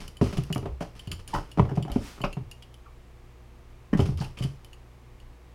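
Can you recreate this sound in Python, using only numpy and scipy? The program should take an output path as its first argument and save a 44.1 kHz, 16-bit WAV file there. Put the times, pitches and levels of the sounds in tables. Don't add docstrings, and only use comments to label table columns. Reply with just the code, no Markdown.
import sys
import numpy as np
from scipy import signal
from scipy.fft import rfft, irfft
from scipy.io import wavfile
from scipy.ndimage import uniform_filter1d

SR = 44100
rng = np.random.default_rng(int(sys.argv[2]) if len(sys.argv) > 2 else 0)


def transcribe(u):
    v = np.clip(np.atleast_2d(u).T, -1, 1)
    q = np.round(v * 32767).astype(np.int16)
    wavfile.write(sys.argv[1], SR, q)


N = 244314
T = np.arange(int(.7 * SR)) / SR

# [f/Hz, level per Hz/dB]
AIR_SPECTRUM = [(15, -31), (25, 9), (54, -7), (121, -5.5), (172, -15), (354, -16), (637, -20),
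                (1210, -21.5), (1390, -27), (2240, -26.5), (3930, -34.5), (15000, -46)]
AIR_DB = -52
# [f/Hz, rms level/dB]
HUM_PARTIALS = [(59.7, -52.5), (120, -58), (180, -74), (240, -72), (360, -67.5), (480, -71)]

# [t/s, hiss level/dB, fade t60/s]
CARPET_SCUFFS = [(0, -44.5, 0.32), (0.21, -42.5, 0.97), (0.324, -41.5, 0.088), (0.367, -39.5, 0.081),
                 (0.567, -60, .1), (.803, -44, .24), (0.949, -54.5, 0.71), (1.116, -44.5, 0.12),
                 (1.19, -49.5, 0.099), (1.279, -50, 0.89), (1.335, -38.5, 0.21), (1.576, -60, 0.98),
                 (1.751, -49.5, 0.17), (1.914, -50, 1), (2.241, -53, 0.057), (3.969, -44, 0.21),
                 (4, -40, 0.19), (4.053, -44, .27), (4.173, -47, 0.23), (4.208, -43, 0.26),
                 (4.369, -49, 0.57), (4.42, -42, 0.18)]
# [f/Hz, level/dB]
FIBRE_SPECTRUM = [(500, 9.5), (1800, 3), (3000, 7.5), (3800, -0.5), (5000, 4), (7500, -6), (10000, -6.5),
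                  (13000, -17.5), (16000, -32)]
# [f/Hz, level/dB]
BACKING_SPECTRUM = [(150, 22), (450, 5.5), (800, -7), (1200, 8), (1700, -9), (2600, -14), (3800, -44),
                    (9000, -23)]
SCUFF_RISE_S = 0.0058
DIG_DB, BACKING_DB, BACKING_GROWTH = -49.5, 3.5, 0.49

# [t/s, click level/dB, ring level/dB]
COLLAR_CLINKS = [(.0791, -23, -46), (.1686, -35, -45.5), (0.378, -27.5, -43), (0.4362, -27, -52),
                 (0.5267, -16, -30), (0.549, -19, -47), (0.579, -23, -53), (0.993, -39, -40.5),
                 (1.0722, -37, -44), (1.1156, -18, -32.5), (1.2768, -24, -45), (1.5152, -34, -44),
                 (1.825, -41, -40.5), (1.917, -23.5, -42.5), (2.2153, -30, -37), (2.3275, -32.5, -41),
                 (2.5131, -25, -42), (2.6234, -52, -45.5), (2.7418, -35, -49), (4.0008, -42, -36),
                 (4.1738, -31.5, -52), (4.2434, -37, -42.5), (4.387, -48, -39.5), (4.4245, -40, -39),
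                 (4.4378, -26, -36.5), (4.6467, -30, -51), (4.7306, -43, -44), (5.201, -48, -52.5)]
# [f/Hz, level/dB]
CLICK_SPECTRUM = [(600, -21), (2000, 2), (3000, 0.5), (3800, 3), (5000, 5.5), (8000, -8), (9800, 4.5),
                  (12500, -2.5), (16000, -23)]
# [f/Hz, width/Hz, level/dB]
METAL_RESONANCES = [(2980, 135, 5.5), (3080, 100, -30), (4520, 320, 1.5), (7040, 390, 3.5), (9470, 72, 5),
                    (9170, 1000, -2.5)]
# [t/s, level tilt of the last resonance against the first/dB]
RING_BRIGHTNESS = [(0, -13), (1.0, -20.5), (1.28, -3), (1.55, -20.5), (2.5, -21), (2.7, -32), (4.7, -22)]

# [t/s, thud level/dB, struck panel f/Hz, pad slap level/dB]
PAW_BLOWS = [ (0.213, -17, 105, -27.5), (.223, -16, 239, -40.5), (0.327, -33.5, 198, -37.5),
             (0.382, -19, 139.3, -42), (.502, -23, 154, -38.5), (0.5595, -26, 119.5, -29),
             (.627, -27, 104.4, -41.5), (0.6569, -35, 146, -31.5), (0.687, -31.5, 62, -74),
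             (.808, -38.5, 170, -35.5), (1.073, -30.5, 102.6, -50.5), (1.107, -37, 88.5, -52),
             (1.574, -25, 185, -33.5), (1.585, -19, 145, -26.5), (1.595, -8.5, 118, -24),
             (1.652, -35, 112, -35), (1.715, -24.5, 135.4, -37), (1.773, -17, 144, -28.5),
             (1.814, -33.5, 149.5, -78), (1.851, -36, 137.5, -39.5), (1.899, -32, 50, -37),
             (1.9587, -16.5, 233, -33.5), (2.204, -34, 127, -40.5), (2.239, -38, 192, -27),
             (2.369, -27, 134, -37.5), (2.407, -32.5, 107, -57), (3.9295, -13.5, 208, -29.5),
             (3.948, -18, 177, -40), (3.9921, -9, 106.6, -23.5), (4.016, -43, 106, -45),
             (4.057, -29, 171, -46), (4.087, -19.5, 131, -44.5), (4.119, -26, 82.6, -51),
             (4.204, -24.5, 138, -49), (4.406, -22.5, 116, -53), (4.446, -21.5, 137.6, -49)]
# [f/Hz, level/dB, t60/s]
BOARD_MODES = [(111.3, -0.5, 0.24), (160, -36, .2), (200, 1, 0.15), (258, -2, 0.056), (297, 4.5, 0.082),
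               (321, -18, 0.3), (394.2, -4.5, 0.32), (502, -4, 0.017), (546, -14, 0.024), (627, -7, 0.049),
               (701, -13.5, 0.046)]
# [f/Hz, level/dB]
SLAP_SPECTRUM = [(200, -1.5), (450, 6), (750, 5), (1200, -2.5), (1600, -15.5), (2600, -15), (4000, -25),
                 (8000, -37.5), (16000, -48)]
FIRM_DB, PRESS_S, THUD_CYCLES = -19, 0.0025, 10.7
PRESS_PER_DB, DAMPING_PER_DB = 0.04, 0.0634
BOARDS_SHARE, BOARDS_DB = 0.45, 1.14

# [t/s, snaps level/dB, fade t60/s, rasp f/Hz, rasp level/dB]
CLAW_SCRAPES = [(.806, -34, 0.16, 700, -35), (1.344, -26, .2, 1240, -37), (1.690, -36, 0.14, 740, -48),
                (1.879, -36.5, 0.11, 750, -42), (2.178, -46, 0.11, 1130, -55),
                (2.2366, -24.5, 0.1, 1180, -26), (2.238, -26.5, .085, 2500, -30),
                (2.244, -35, 0.067, 5000, -46.5), (3.930, -29.5, 0.13, 1870, -39),
                (4.200, -62, 0.062, 4650, -40), (4.211, -35.5, 0.2, 850, -41.5),
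                (4.37, -62, 0.13, 2500, -47.5)]
# [f/Hz, level/dB]
CLAW_SPECTRUM = [(200, 7.5), (500, 5.5), (900, 1), (1400, -1.5), (1900, -6.5), (2430, -22.5), (3000, -6),
                 (3800, -32.5), (5200, -20), (7000, -29), (16000, -38.5)]
SCRAPE_RISE_S = 0.0016

# [t/s, level/dB, f/Hz, fade t60/s]
PAD_SQUEAKS = [(1.331, -22.5, 928, 0.15), (1.346, -19, 953, 0.065), (1.5952, -12.5, 1097, 0.024),
               (2.856, -47, 1162, .15)]
SKID_RISE_SHARE = 0.057

# [f/Hz, level/dB]
FUR_SPECTRUM = [(300, -3), (900, 0), (2600, -1), (4000, -5), (6000, -6), (9000, -11), (12000, -15),
                (15500, -19), (18000, -40)]

# [f/Hz, level/dB]
ECHO_SPECTRUM = [(60, 12.5), (200, 0.5), (500, 4), (1000, -4.5), (5000, 2), (15000, 1)]
ROOM_T60_S, ROOM_DB = 0.28, -8.5
TOP_HZ = 15900


def undb(db):
    return 10 ** (np.asarray(db) / 20)


def unit(x):
    return x / np.sqrt(np.mean(x ** 2))


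def strike(x, db, size=220):
    loudest_power = uniform_filter1d(x ** 2, size).max()
    return x * undb(db) / np.sqrt(loudest_power)


def fade(t60):
    return np.exp(-np.log(1000) * T / t60)


def swell(rise, t60):
    attack = np.sin(np.pi / 2 * np.minimum(T / rise, 1)) ** 2
    decay = np.exp(-np.log(1000) * np.maximum(T - rise, 0) / t60)
    return attack * decay


def colour(x, points):
    hz, db = np.transpose(points)
    f = np.maximum(np.arange(len(x) // 2 + 1) * SR / len(x), 1)
    gain = undb(np.interp(np.log(f), np.log(hz), db))
    return unit(irfft(rfft(x) * gain, len(x)))


def grains(rate, spread_db):
    size = undb(spread_db * np.minimum(rng.exponential(size=len(T)), 4))
    return (rng.random(len(T)) < rate / SR) * size * rng.standard_normal(len(T))


def resonate(x, hz, width):
    return signal.lfilter(*signal.iirpeak(hz, hz / width, fs=SR), x)


def ring(modes, detune, scatter_db):
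    out = 0
    for hz, db, t60 in modes:
        shift, weight, side = rng.standard_normal(3)
        gain = np.sign(side) * undb(db + scatter_db * weight)
        tone = np.sin(2 * np.pi * hz * (1 + detune * shift) * T)
        out = out + gain * fade(t60) * tone
    return out


def add(track, s, sound):
    i = max(int(s * SR), 0)
    track[i:i + len(sound)] += sound[:max(N - i, 0)]


def background():
    t = np.arange(N) / SR
    hum = 0
    for hz, db in HUM_PARTIALS:
        hum = hum + undb(db) * np.sqrt(2) * np.sin(2 * np.pi * (hz * t + rng.random()))
    air = undb(AIR_DB) * colour(rng.standard_normal(N), AIR_SPECTRUM)
    return hum + air


def carpet():
    out = np.zeros(N)
    for s, hiss_db, t60 in CARPET_SCUFFS:
        drag_db = hiss_db + BACKING_DB + BACKING_GROWTH * (hiss_db - DIG_DB)
        hiss = undb(hiss_db) * colour(grains(rate=7200, spread_db=1.5), FIBRE_SPECTRUM)
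        drag = undb(drag_db) * colour(grains(rate=1200, spread_db=3), BACKING_SPECTRUM)
        add(out, s, swell(SCUFF_RISE_S, t60) * (hiss + drag))
    return out


def collar(rattle_db=-8):
    out = np.zeros(N)
    heights = np.linspace(0, 1, len(METAL_RESONANCES))
    for s, click_db, ring_db in COLLAR_CLINKS:
        bright_db = np.interp(s, *np.transpose(RING_BRIGHTNESS))
        snaps = grains(rate=8000, spread_db=3)
        click = swell(rise=0.00052, t60=0.011) * colour(snaps, CLICK_SPECTRUM)
        add(out, s, strike(click, click_db - 19.0))
        envelope = swell(rise=0.00047, t60=0.035) + undb(rattle_db) * fade(t60=.08)
        chatter = envelope * rng.standard_normal(len(T))
        detune = 1 + .03 * rng.standard_normal()
        for (hz, width, db), height in zip(METAL_RESONANCES, heights):
            level_db = ring_db + db + height * bright_db - 7.5
            add(out, s, strike(resonate(chatter, hz * detune, width), level_db))
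    return out


def paws(slap_tail_db=-10, stiff_share=0.64, smack_share=0.15):
    out = np.zeros(N)
    for s, thud_db, hz, slap_db in PAW_BLOWS:
        press = PRESS_S * 2 ** (PRESS_PER_DB * (thud_db - slap_db))
        t60 = THUD_CYCLES / hz / 2 ** (DAMPING_PER_DB * (thud_db - FIRM_DB))
        boards_db = BOARDS_DB + slap_db + BOARDS_SHARE * (thud_db - slap_db)
        bend = swell(press, t60) * np.sin(2 * np.pi * hz * T)
        thud = signal.lfilter(*signal.butter(1, hz / 2, "high", fs=SR), bend)
        modes = ring(BOARD_MODES, detune=0.012, scatter_db=3.0)
        boards = swell(stiff_share * press, t60=0.21) * modes
        smack = swell(smack_share * press, t60=0.024)
        chatter = undb(slap_tail_db) * swell(rise=0.0058, t60=0.18)
        slap = (smack + chatter) * colour(rng.standard_normal(len(T)), SLAP_SPECTRUM)
        add(out, s, strike(thud, thud_db) + strike(boards, boards_db) + strike(slap, slap_db))
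    return out


def claws(rasp_width=0.35):
    out = np.zeros(N)
    for s, snaps_db, t60, hz, rasp_db in CLAW_SCRAPES:
        snaps = grains(rate=4900, spread_db=4.5)
        width = hz * rasp_width
        rasp = unit(resonate(resonate(snaps, hz, width), hz, width))
        scrape = undb(snaps_db) * colour(snaps, CLAW_SPECTRUM) + undb(rasp_db) * rasp
        add(out, s, swell(SCRAPE_RISE_S, t60) * scrape)
    return out


def squeaks(waver=0.1025, overtone_db=-22):
    out = np.zeros(N)
    for s, db, hz, t60 in PAD_SQUEAKS:
        drift = unit(uniform_filter1d(rng.standard_normal(len(T)), size=130))
        grip = unit(uniform_filter1d(rng.standard_normal(len(T)), size=130))
        phase = 2 * np.pi * np.cumsum(hz * (1 + waver * drift)) / SR
        tone = np.sin(phase) + undb(overtone_db) * np.sin(2 * phase)
        level = undb(db + 0.85 * grip)
        add(out, s, level * swell(SKID_RISE_SHARE * t60, t60) * tone)
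    return out


def brush(s=1.965, db=-47.0, rise=0.11, t60=0.57):
    out = np.zeros(N)
    swish = colour(rng.standard_normal(len(T)), FUR_SPECTRUM)
    add(out, s, undb(db) * swell(rise, t60) * swish)
    return out


def room(x):
    tail = colour(rng.standard_normal(len(T)), ECHO_SPECTRUM) * swell(rise=0.0034, t60=ROOM_T60_S)
    tail = tail / np.sqrt(np.sum(tail ** 2))
    return x + undb(ROOM_DB) * signal.fftconvolve(x, tail)[:N]


def scene():
    cat = paws() + collar() + carpet() + brush() + claws() + squeaks()
    return (room(cat) + background())[None]


def record(dry):
    low_pass = signal.ellip(10, .2, 70, TOP_HZ, fs=SR, output="sos")
    return signal.sosfilt(low_pass, dry)


dry = scene()
out = record(dry)
transcribe(out)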